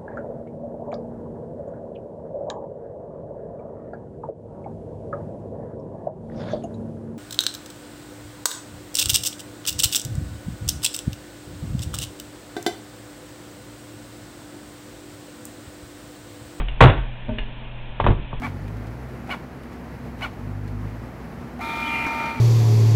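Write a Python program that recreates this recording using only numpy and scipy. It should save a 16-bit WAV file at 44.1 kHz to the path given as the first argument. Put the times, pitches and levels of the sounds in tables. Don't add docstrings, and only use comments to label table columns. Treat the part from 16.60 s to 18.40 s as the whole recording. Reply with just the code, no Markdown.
import sys
import numpy as np
from scipy import signal
from scipy.fft import rfft, irfft, next_fast_len
from scipy.io import wavfile
from scipy.ndimage import map_coordinates

SR = 44100
rng = np.random.default_rng(int(sys.argv[2]) if len(sys.argv) > 2 else 0)


def put_to_file(sound):
    columns = np.atleast_2d(sound).T
    safe = np.clip(columns, -1, 1)
    whole_steps = np.round(safe * 32767)
    wavfile.write(sys.argv[1], SR, whole_steps.astype(np.int16))


N = 79380

# frequency in Hz, relative level in dB.
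RATTLE_SPECTRUM = [(100, -26), (300, -2.5), (1100, -4), (1800, -8), (2800, -11.5), (4000, -18)]


def amp(db):
    return 10 ** (np.asarray(db) / 20)


def unit(x):
    return x / np.sqrt(np.mean(x ** 2) + 1e-20)


def along(points, hz):
    freqs, values = np.transpose(points)
    return np.interp(np.log(hz + 1), np.log(freqs + 1), values)


def filtered(x, response):
    size = next_fast_len(N + SR // 2)
    hz = np.fft.rfftfreq(size, 1 / SR)
    return irfft(rfft(x, size) * response(hz), size)[:N]


def noise(spectrum):
    return unit(filtered(rng.standard_normal(N), lambda hz: amp(along(spectrum, hz))))


def wobble(knots_per_s):
    return map_coordinates(rng.standard_normal(256), [np.arange(N) * knots_per_s / SR], mode="mirror")


def fade(t, t60):
    return np.exp(-np.log(1000) * t / t60)


def add(track, start_s, sound):
    i = max(0, round(start_s * SR))
    track[i:i + len(sound)] += sound[:N - i]


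def ring(modes, attack_s):
    t = np.arange(SR // 2) / SR
    tones = np.zeros(len(t))
    for k, (hz, db, t60) in enumerate(modes):
        strength = amp(db + 1.5 * rng.standard_normal())
        tones += (-1) ** k * strength * fade(t, t60) * np.sin(2 * np.pi * hz * t)
    return tones * (1 - np.exp(-t / attack_s))


def burst(spectrum, t60, attack_s):
    t = np.arange(SR // 2) / SR
    return noise(spectrum)[:len(t)] * fade(t, t60) * (1 - np.exp(-t / attack_s))


def hum_and_hiss():
    # frequency in Hz, relative spectral density in dB.
    hiss_spectrum = [(20, 20.5), (45, -2.5), (90, -2), (220, 2), (400, -7), (630, -2), (760, -6), (920, -2),
                     (1250, -11.5), (1750, -7.5), (2100, -10.5), (2470, -3.5), (2700, -6.5), (3100, -8),
                     (4000, -15)]
    hum = unit(np.sin(2 * np.pi * 121.4 * np.arange(N) / SR))
    return amp(-42.5) * hum + amp(-36) * noise(hiss_spectrum)


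def room(x):
    # frequency in Hz, reverberation time in seconds.
    reverb_times = [(100, 0.49), (500, 0.34), (1500, 0.37), (4000, 0.43)]
    hz, t, bands = signal.stft(rng.standard_normal(SR // 2), SR, nperseg=256)
    tail = signal.istft(bands * fade(t, along(reverb_times, hz)[:, None]), SR, nperseg=256)[1]
    early = rng.standard_normal(len(tail)) * fade(np.arange(len(tail)) / SR, t60=0.11)
    response = amp(-7.5) * tail / np.linalg.norm(tail) + amp(-10) * early / np.linalg.norm(early)
    delayed = np.pad(x, (round(0.008 * SR), 0))
    return signal.fftconvolve(delayed, response)[:N]


def desk_sway():
    # time in seconds, level in dB.
    envelope = [(0, -22.5), (.12, -30), (.18, -36), (0.251, -20.5), (.32, -27), (0.391, -22.5), (.5, -34),
                (0.591, -52.5), (0.732, -29.5), (.772, -42.5), (0.815, -25.5), (.88, -45.5), (1.38, -41.5),
                (1.491, -22), (1.591, -30.5), (1.68, -39.5), (1.8, -34)]
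    level_db = np.interp(np.arange(N) / SR, *np.transpose(envelope))
    hz = 39.67 + 4 * wobble(knots_per_s=24.42)
    return amp(level_db) * unit(np.sin(2 * np.pi * np.cumsum(hz) / SR))


def ticks_and_bumps():
    # start in seconds, level in dB.
    ticks = [(0.0837, -25.5), (0.691, -38), (0.7839, -19.5), (0.7895, -28)]
    bumps = [(0.682, -27.5), (0.6904, -21), (0.785, -34.5), (1.047, -46.5)]
    # frequency in Hz, relative level in dB.
    tick_spectrum = [(200, -8), (620, -8), (1200, -17), (1800, -5.5), (2400, -5.5), (2950, -1.5),
                     (4000, -15.5)]
    # frequency in Hz, level in dB, 60 dB decay time in seconds.
    hollow_modes = [(110.2, -10.5, 0.28), (220.5, -5.5, 0.25), (254, -6, 0.076), (246.6, -2, .16),
                    (411.8, -14.5, 0.45), (510, -4, 0.025), (625, -4, 0.22), (910, -10.5, 0.098),
                    (1155, -17, 0.038), (1530, -18.5, .07)]
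    out = np.zeros(N)
    for start, db in ticks:
        add(out, start, amp(db) * burst(tick_spectrum, t60=0.042, attack_s=0.00041))
    for start, db in bumps:
        add(out, start, amp(db) * ring(hollow_modes, attack_s=0.0026))
    return out


def panel_taps():
    # start in seconds, clack, rattle and thump levels in dB.
    taps = [(0.0005, -23.5, -25, -24.5), (0.015, -26.5, -32.5, -30), (1.4, -5, -18, -33),
            (1.410, -26.5, -31, -21), (1.441, -20, -21.5, -16), (1.4640, -3, -18, -24),
            (1.4690, -10.5, -17, -16.5), (1.484, -26, -24, -9), (1.503, -23.5, -24.5, -16),
            (1.517, -26.5, -29, -26), (1.5816, -35, -51, -28.5), (1.729, -21, -38, -26)]
    # frequency in Hz, level in dB, 60 dB decay time in seconds.
    panel_modes = [(557, -2, 0.016), (720, -7, 0.024), (899, -3, 0.026), (1143, -3, 0.017)]
    # frequency in Hz, relative level in dB.
    thump_spectrum = [(25, -6), (70, -2.5), (140, 1), (220, -6.5), (400, -14), (900, -22.5), (2000, -66.5)]
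    out = np.zeros(N)
    for start, clack_db, rattle_db, thump_db in taps:
        add(out, start, amp(clack_db) * ring(panel_modes, attack_s=0.00064))
        add(out, start, amp(rattle_db) * burst(RATTLE_SPECTRUM, t60=0.064, attack_s=0.00054))
        add(out, start, amp(thump_db) * burst(thump_spectrum, t60=0.11, attack_s=0.0027))
    return out


def laptop_landing():
    # start in seconds, ring, rattle and thud levels in dB.
    impacts = [(0.206, 0.5, -4.5, 3.5), (0.2113, 2, 0.5, 2.5), (0.2235, -7.5, -2, -0.5),
               (0.2377, -8.5, -4.5, 2.5), (0.2543, -18.5, -8.5, -3), (0.276, -26, -13.5, -25.5),
               (0.296, -18.5, -18.5, -19), (0.377, -42, -31, -25)]
    # frequency in Hz, level in dB, 60 dB decay time in seconds.
    case_modes = [(282.3, -20, 0.24), (380, -16.5, 0.061), (463.8, -10, 0.18), (537.4, -13, 0.1),
                  (675.7, -9.5, 0.12), (846, -8.5, 0.084), (911.4, -6.5, 0.058), (1032, -4.5, 0.029),
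                  (1160, -3.5, 0.026), (1417, -8, 0.044), (1605, -9.5, 0.078), (2030, -17.5, 0.033)]
    desk_modes = [(38.3, -11.5, 0.38), (70.7, -7.5, 0.12), (102.5, -1.5, .14), (131.6, -0.5, 0.13),
                  (173.6, -14, .08), (265.8, -13, 0.16)]
    case, desk = np.zeros(N), np.zeros(N)
    for start, ring_db, rattle_db, thud_db in impacts:
        add(case, start, amp(ring_db) * ring(case_modes, attack_s=0.00033))
        add(case, start, amp(rattle_db) * burst(RATTLE_SPECTRUM, t60=0.06, attack_s=0.00037))
        add(desk, start, amp(thud_db) * ring(desk_modes, attack_s=0.0027))
    return case, desk


def scene():
    case, desk = laptop_landing()
    airborne = case + ticks_and_bumps()
    taps = panel_taps()
    reverberation = room(airborne + amp(-7.5) * desk + amp(-4.5) * taps)
    return (airborne + desk + taps + reverberation + desk_sway() + hum_and_hiss())[None]


def record(dry):
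    # frequency in Hz, gain in dB.
    mic_response = [(20, 3), (3000, -1), (3500, 0.5), (3900, -6.5), (4250, -11), (4600, -36), (5000, -100)]
    crackle_response = [(4800, -13.5), (7500, -5), (11000, -5.5), (16000, -13)]
    clip_level, hardness = 0.71, 24
    band_edge_hz, cutoff_hz = 3900, 16500
    narrow = filtered(dry[0], lambda hz: amp(along(mic_response, hz)))
    clipped = narrow / (1 + np.abs(narrow / clip_level) ** hardness) ** (1 / hardness)
    dulling = [(band_edge_hz, 0)] + crackle_response
    return filtered(clipped, lambda hz: (hz < cutoff_hz) * amp(along(dulling, hz)))[None]


dry = scene()
out = record(dry)
put_to_file(out)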